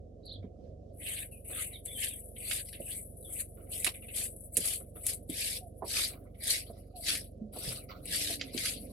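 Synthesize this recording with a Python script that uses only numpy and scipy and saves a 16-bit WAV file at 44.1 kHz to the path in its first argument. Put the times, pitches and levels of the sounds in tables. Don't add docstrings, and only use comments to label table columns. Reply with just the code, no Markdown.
import sys
import numpy as np
from scipy import signal
from scipy.fft import rfft, irfft, next_fast_len
from scipy.io import wavfile
from scipy.ndimage import uniform_filter1d, map_coordinates

SR = 44100
rng = np.random.default_rng(int(sys.argv[2]) if len(sys.argv) > 2 else 0)


def int16_out(signal):
    q = np.round(np.clip(np.atleast_2d(signal).T, -1, 1) * 32767)
    wavfile.write(sys.argv[1], SR, q.astype(np.int16))


N = 393362

# (touch time [s], rise [s], hold [s], lift [s], touch level under full pressure [dB],
# twig-tip hiss [dB], scratch on the dirt [dB], stem drag [dB])
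BROOM_STROKES = [(0.96, 0.11, 0.16, 0.095, 18, -39, -43, -54),
                 (1.447, 0.18, 0.0083, 0.19, 11.5, -36.5, -43.5, -56.5),
                 (1.868, 0.18, 0.0077, 0.27, 22, -33.5, -40, -63),
                 (2.384, 0.15, 0.074, 0.053, 13, -34, -42, -54.5),
                 (2.796, 0.11, 0.083, 0.17, 9, -40, -50.5, -58),
                 (3.248, 0.16, 0.0077, 0.063, 16, -35, -50.5, -58),
                 (3.695, 0.048, 0.1, 0.041, 11.5, -36.5, -51, -58),
                 (4.108, 0.057, 0.086, 0.11, 20.5, -32.5, -45.5, -53),
                 (4.522, 0.14, 0.076, 0.11, 16.5, -32, -42.5, -50),
                 (5.003, 0.093, 0.013, 0.11, 20, -32, -43, -51.5),
                 (5.291, 0.12, 0.16, 0.069, 11, -36, -44, -56.5),
                 (5.847, 0.13, 0.063, 0.15, 17, -31.5, -37.5, -49.5),
                 (6.381, 0.12, 0.056, 0.14, 22.5, -31.5, -36.5, -53.5),
                 (7.007, 0.09, 0.036, 0.18, 20, -33, -36.5, -50.5),
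                 (7.526, 0.19, 0.061, 0.14, 6.5, -41, -49, -49.5),
                 (8.003, 0.14, 0.2, 0.063, 26.5, -35, -39.5, -72),
                 (8.533, 0.13, 0.055, 0.13, 11, -35.5, -40.5, -53)]
# (time [s], length [s], twig-tip hiss [dB], scratch [dB], grit [dB], stem drag [dB])
DEBRIS_SCUFFS = [(0.425, 0.061, -73.5, -57.5, -68, -56), (1.314, 0.081, -46.5, -58.5, -60, -60),
                 (1.498, 0.11, -68, -47.5, -66, -49), (1.719, 0.055, -55, -53, -76.5, -66),
                 (1.853, 0.048, -39.5, -48.5, -55.5, -59.5), (2.364, 0.015, -45, -46, -58, -57),
                 (2.651, 0.16, -48, -57, -53, -66), (2.732, 0.055, -54, -47, -57, -55),
                 (3.279, 0.18, -63, -58, -66.5, -55), (3.57, 0.15, -66.5, -58.5, -76, -51),
                 (3.866, 0.018, -29, -28.5, -32.5, -35.5), (3.94, 0.06, -46, -50, -63, -58),
                 (4.021, 0.044, -49.5, -49, -67, -58), (4.085, 0.067, -47.5, -46.5, -80, -57),
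                 (4.802, 0.041, -73, -56, -77, -52), (4.956, 0.061, -45.5, -51, -63.5, -50),
                 (6.1, 0.21, -72.5, -60, -82, -49.5), (6.344, 0.079, -60, -55, -60, -64.5),
                 (6.662, 0.42, -54.5, -60.5, -56, -56), (6.959, 0.15, -45, -60.5, -51.5, -62),
                 (7.82, 0.11, -68, -62, -70, -58), (7.889, 0.15, -70, -56, -53, -48),
                 (8.396, 0.55, -57, -53.5, -51, -58)]
# (time [s], level [dB])
LEAF_RUSTLE = [(.93, -56.5), (3.1, -52.5), (5.2, -54), (6.3, -58.5), (7.4, -67.5), (8.92, -51.5)]
# (time [s], grit level [dB])
GRIT_OVER_TIME = [(1, -11), (2.5, -3), (5, 3.5), (5.9, 6.5), (8.9, 3)]
# (frequency [Hz], relative level [dB per Hz])
TIP_SPECTRUM = [(4000, -25), (6300, -13.5), (8000, 1.5), (10500, 4), (12000, 0), (13500, -16.5),
                (16000, -38.5)]
DIRT_SPECTRUM = [(900, -26), (1400, -8.5), (2200, 3.5), (3200, 2), (4200, -4), (6000, -46.5)]
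GRIT_SPECTRUM = [(2500, -20), (3600, -3.5), (4800, 0.5), (6000, -8.5), (8000, -9.5), (12000, -57)]
STEM_SPECTRUM = [(120, -26.5), (300, -1.5), (800, -1), (1300, 1), (2000, -19)]
# (time [s], relative level [dB], part under 6 kHz against the whole [dB],
# left-right difference [dB])
TWIG_SNAPS = [(0.2556, -40, -16, -2), (0.3289, -47.5, -30, 13), (1.182, -35, -2, 2),
              (1.8591, -33.5, -12, 6), (2.5122, -28.5, 7, -14), (2.687, -37.5, -4.5, 6),
              (2.729, -34, -2, 3), (3.7187, -38, -37.5, -2.5), (3.8455, -16, -8, -11),
              (4.364, -37.5, -64, 1), (4.407, -46.5, -51, 21.5), (4.439, -41, -56, 6),
              (4.5696, -13, -19, -11), (5.0664, -20, -16, 4), (5.299, -32.5, -7, 10), (6.134, -42, 0, 1.5),
              (6.4376, -30, -25.5, -5.5), (7.0849, -25.5, -2.5, 8.5), (7.153, -28.5, -0.5, 1),
              (7.9145, -40, 0, 3.5), (8.056, -32.5, -9, 3), (8.4125, -25, 0, -4.5), (8.5776, -26, 9, 10),
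              (8.657, -21.5, -5.5, -5)]
# (frequency [Hz], relative level [dB per Hz])
CRACK_SPECTRUM = [(4500, -33), (8000, -8.5), (11000, -4.5), (14000, -31.5)]
# (time [s], relative level [dB], pitch [Hz], 60 dB decay [s])
CLOD_THUDS = [(0.441, -38, 267, 0.028), (2.801, -37, 570, 0.062), (4.573, -30.5, 460, 0.018),
              (5.295, -32, 270, 0.057), (5.822, -27.5, 746, 0.043), (6.697, -37, 706, 0.069),
              (7.414, -38.5, 206, 0.33), (7.562, -37.5, 726, 0.095), (7.678, -32.5, 126.2, 0.3),
              (8.299, -34.5, 670, 0.063), (8.547, -28.5, 245, 0.028)]
# (time [s], length [s], start pitch [Hz], middle pitch [Hz], end pitch [Hz], level [dB])
BIRD_NOTES = [(.231, 0.012, 3700, 4000, 4400, -58), (.247, 0.011, 3620, 4300, 4900, -53),
              (.263, 0.008, 4800, 4350, 3750, -49), (.275, 0.013, 4800, 4060, 3340, -49.5),
              (.292, 0.012, 3270, 4360, 3400, -44), (.309, 0.022, 3320, 3950, 4400, -45.5),
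              (.331, 0.013, 4440, 3970, 3100, -47.5), (.356, 0.012, 3130, 3450, 3100, -51.5),
              (1.31, .092, 2850, 2500, 2420, -60), (1.732, 0.042, 3880, 3680, 3120, -48),
              (1.875, 0.064, 3520, 3430, 3520, -50), (1.938, 0.078, 3580, 3070, 3560, -49),
              (2.085, 0.069, 3950, 3490, 3150, -55.5), (3.222, 0.016, 4000, 3900, 3780, -58),
              (3.243, 0.04, 3580, 3420, 3200, -56)]
LOW_HOOTS = [(5.61, 0.067, 742, 715, 663, -49), (6.94, 0.065, 747, 713, 670, -47),
             (8.14, 0.38, 288.6, 293.7, 247, -54)]
# (multiple of the firing rate, relative level [dB])
ENGINE_ORDERS = [(2, -4), (3, -4), (4, -3), (5, -10), (6, -13.5)]
# (time [s], waver of the engine's orders [dB], air gain [dB], low rumble level [dB])
BACKGROUND = [(.85, 5, 3.5, -70), (1, 1, 1.5, -70), (5.2, 1, 3, -68), (7.0, 2, 0.5, -62),
              (7.9, 1.5, 4.5, -58), (8.92, 2.5, 4.5, -57)]
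# (frequency [Hz], level before the gain over time [dB per Hz])
AIR_SPECTRUM = [(25, -110), (50, -93), (120, -87), (200, -83), (350, -90), (520, -84), (730, -92.5),
                (1000, -92), (2000, -105), (3200, -100), (4900, -99.5), (6300, -100), (9000, -106),
                (12000, -112), (16000, -125)]
# (frequency [Hz], relative level [dB per Hz])
RUMBLE_SPECTRUM = [(70, -40.5), (110, -7.5), (200, -2.5), (300, -2.5), (400, -34)]
# (frequency [Hz], left-right likeness [0-1])
STEREO_LIKENESS = [(60, 0.71), (240, 0.79), (950, 0.11), (3770, 0.024), (15000, 0.038)]
# (frequency [Hz], left-right difference [dB])
PORT_COLOUR = [(60, -2), (180, -1), (550, -7.5), (1650, -5), (4970, 1.5), (15000, 6.5)]
# (frequency [Hz], level over the band's quiet level [dB])
OPENING_LEVELS = [(750, 17.5), (2000, 14), (5000, 13.5), (8000, 18.5), (12000, 17)]

TOUCH_S, SAG_DB, LIFT_DB = 0.0087, 3.5, 24.5
DIRT_STEEPER, STEMS_FLATTER = 1.294, 0.66
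SCUFF_FADE_DB = 9
FIRING_HZ, ENGINE_DB = 23.63, -52.5
TOP_HZ = 15830


def broom():
    tips_gain, dirt_gain, grit_gain, stems_gain = gestures()
    thin = slips(rate=230, spiky_db=4.0, life_s=0.0052)
    thick = slips(rate=330, spiky_db=0, life_s=0.0022)
    tips = tips_gain * scratchy(TIP_SPECTRUM, thin, patchy_db=0.5)
    dirt = dirt_gain * scratchy(DIRT_SPECTRUM, thick, patchy_db=4)
    grit = grit_gain * scratchy(GRIT_SPECTRUM, thick, patchy_db=4)
    softened = np.sqrt(thick)
    stems = stems_gain * scratchy(STEM_SPECTRUM, softened, patchy_db=2)
    return tips + dirt + grit + stems


def gestures():
    power, t = np.zeros((4, N)), np.arange(N) / SR
    follows = np.array([[1], [DIRT_STEEPER], [DIRT_STEEPER], [STEMS_FLATTER]])
    for s, rise, hold, lift, touch_db, tips_db, dirt_db, drag_db in BROOM_STROKES:
        grit_db = dirt_db + np.interp(s, *np.transpose(GRIT_OVER_TIME))
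        end = s + rise + hold + 4 * lift
        span = slice(round((s - TOUCH_S) * SR), round(end * SR))
        top_db = np.c_[[tips_db, dirt_db, grit_db, drag_db]]
        push_db = pressure(s, rise, hold, lift, touch_db)[span]
        power[:, span] += amp(top_db + follows * push_db) ** 2
    for s, length, *levels_db in DEBRIS_SCUFFS:
        span = slice(round(s * SR), round((s + 4 * length) * SR))
        fade_db = SCUFF_FADE_DB * abs(t[span] - s) / length
        power[:, span] += amp(np.c_[levels_db] - fade_db) ** 2
    rustle_db, = curves(LEAF_RUSTLE)
    power[0] += amp(rustle_db) ** 2 * (t > LEAF_RUSTLE[0][0])
    return np.sqrt(power)


def pressure(s, rise, hold, lift, touch_db):
    times = s + np.cumsum([-TOUCH_S, TOUCH_S, rise, hold, 4 * lift])
    levels_db = [-4 * LIFT_DB, -touch_db, 0, -SAG_DB, -SAG_DB - 4 * LIFT_DB]
    return np.interp(np.arange(N) / SR, times, levels_db)


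def slips(rate, spiky_db, life_s):
    slipping = rng.random(N) < rate / SR
    jumps = slipping * amp(2 * spiky_db * np.minimum(rng.exponential(size=N), 3))
    power = signal.lfilter([1], [1, -np.exp(-1 / (life_s * SR))], jumps)
    return np.sqrt(power + 0.71 * power.mean())


def scratchy(spectrum, level, patchy_db):
    return unit(level * patchy(spread(spectrum), patchy_db))


def snaps():
    out, t = np.zeros((2, N + SR)), np.arange(SR // 4) / SR
    crack = 0.51 * amp(-60 * t / 0.0044)
    splintering = 0.65 * amp(-60 * t / 0.07)
    scatter = 0.041 * amp(-60 * t / 0.16)
    for s, db, low_db, pan_db in TWIG_SNAPS:
        high = unit(spread(CRACK_SPECTRUM, size=len(t)))
        mid = unit(spread(GRIT_SPECTRUM, size=len(t)))
        low = unit(spread(DIRT_SPECTRUM, size=len(t)))
        share = min(amp(low_db), 1)
        bright = np.sqrt(1 - share ** 2)
        burst = bright * high + share * unit(low + 0.83 * mid)
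        burst = unit(burst + 1.2 * burst[::-1])
        gain = amp(db - 4 + np.array([[pan_db / 2], [-pan_db / 2]]))
        start = round(s * SR)
        out[:, start:start + len(t)] += gain * (crack + splintering + scatter) * burst
    return out[:, :N]


def thuds():
    out, t = np.zeros(N + SR), np.arange(SR // 2) / SR
    onset = 1 - np.exp(-t / 0.00071)
    for s, db, hz, t60 in CLOD_THUDS:
        dull = lambda f: f / (hz + f) / (1 + (f / (1.22 * hz)) ** 4)
        puff = unit(filtered(rng.standard_normal(len(t)), dull)) * amp(-60 * t / 0.13)
        drift = np.cumsum(rng.standard_normal(len(t))) * np.sqrt(0.15 * hz / SR)
        tone = np.sin(2 * np.pi * hz * t + drift) * amp(-60 * t / t60)
        start = round(s * SR)
        out[start:start + len(t)] += amp(db - 2.0) * onset * (tone + 0.49 * puff)
    return out[:N]


def whistles(notes):
    out = np.zeros(N)
    for s, length, *pitch_hz, db in notes:
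        u = np.arange(round(length * SR)) / (length * SR)
        hz = np.polyval(np.polyfit([0, .5, 1], pitch_hz, 2), u)
        swell = np.sqrt(2 * np.sin(np.pi * u))
        start = round(s * SR)
        out[start:start + len(u)] += amp(db) * swell * np.sin(2 * np.pi * np.cumsum(hz) / SR)
    return out * amp(2 * wobble(90))


def echoed(x, t60, wet_db, own):
    t = np.arange(SR // 2) / SR
    shared, *sides = rng.standard_normal((3, len(t))) * amp(-60 * t / t60)
    tail = shared * np.sqrt(abs(1 - own ** 2)) + own * np.array(sides)
    tail = tail / np.linalg.norm(tail[0])
    return x + amp(wet_db) * signal.fftconvolve(x[None], tail, axes=1)[:, :N]


def engine():
    waver_db = curves(BACKGROUND)[0]
    turn = 2 * np.pi * np.cumsum(FIRING_HZ * (1 + 0.0043 * wobble(1.0))) / SR
    offset = 0.11 * np.array([[1], [-1]])
    throb = np.zeros((2, N))
    for k, db in ENGINE_ORDERS:
        level = amp(db + waver_db * (wobble(9.8) - 0.5))
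        phase_waver = 0.17 * waver_db * wobble(14)
        throb += level * np.cos(k * turn + offset - 0.27 * k * k + phase_waver)
    return -np.sqrt(2) * amp(ENGINE_DB) * throb


def open_air():
    air_db = curves(BACKGROUND)[1]
    return np.sqrt(SR / 2) * amp(air_db + 1.5 * wobble(7.7)) * spread(AIR_SPECTRUM)


def low_rumble():
    rumble_db = curves(BACKGROUND)[2]
    noise = patchy(spread(RUMBLE_SPECTRUM), depth_db=2).mean(axis=0)
    return amp(rumble_db + 3 * wobble(9.8)) * unit(noise)


def patchy(x, depth_db):
    z = signal.stft(x, nperseg=256)[2]
    field = uniform_filter1d(rng.standard_normal(z.shape[1:]), size=2, axis=0)
    field = uniform_filter1d(field, size=10, axis=1)
    return signal.istft(z * amp(depth_db * unit(field)), nperseg=256)[1][:, :N]


def spread(spectrum, size=N):
    def response(hz):
        turn = np.arccos(np.clip(along(STEREO_LIKENESS, hz), -1, 1)) / 2
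        return amp(along(spectrum, hz)) * [np.cos(turn), np.sin(turn)]
    mid, side = filtered(rng.standard_normal((2, size)), response)
    return np.array([mid + side, mid - side])


def filtered(x, response):
    m = next_fast_len(x.shape[-1] + 4096)
    return irfft(rfft(x, m) * response(np.fft.rfftfreq(m, 1 / SR)), m)[..., :x.shape[-1]]


def wobble(rate):
    knots = rng.standard_normal(int(N * rate / SR) + 4)
    return map_coordinates(knots, [np.arange(N) * rate / SR], order=1)


def curves(rows):
    s, *cols = np.transpose(rows)
    return [np.interp(np.arange(N) / SR, s, c) for c in cols]


def along(points, hz):
    f, v = np.transpose(points)
    return np.interp(np.log(hz + 1), np.log(f + 1), v)


def amp(db):
    return 10 ** (np.asarray(db) / 20)


def unit(x):
    return x / np.sqrt(np.mean(x ** 2) + 1e-20)


def scene():
    birds = echoed(whistles(BIRD_NOTES), t60=0.33, wet_db=-3, own=.9) * amp([[-1.5], [1.5]])
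    low = echoed(whistles(LOW_HOOTS) + thuds(), t60=0.1, wet_db=-3.5, own=.6)
    return broom() + snaps() + birds + low + engine() + open_air() + low_rumble()


def suppressed(x, slope, depth_db, release_db_s):
    hz, t, z = signal.stft(x, SR, nperseg=1024, noverlap=768)
    edges = np.append(755 * 2 ** (np.arange(13) / 3), SR / 2)
    for lo, hi in zip(edges, edges[1:]):
        band = (hz >= lo) & (hz < hi)
        power = np.sum(np.abs(z[:, band]) ** 2, (0, 1))
        level_db = 10 * np.log10(uniform_filter1d(power, size=4) + 1e-20)
        quiet_db = np.percentile(level_db, 6)
        over_db = level_db - quiet_db - along(OPENING_LEVELS, lo)
        gain_db = np.clip(slope * over_db, -depth_db, 0)
        held_db = np.maximum.accumulate(gain_db + release_db_s * t) - release_db_s * t
        z[:, band] *= amp(held_db)
    return signal.istft(z, SR, nperseg=1024, noverlap=768)[1][:, :N]


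def record(dry):
    ports = filtered(dry, lambda hz: amp(np.outer([.5, -.5], along(PORT_COLOUR, hz))))
    quieted = suppressed(ports, slope=2.29, depth_db=29.0, release_db_s=324.5)
    return filtered(quieted, lambda hz: hz < TOP_HZ)


dry = scene()
out = record(dry)
int16_out(out)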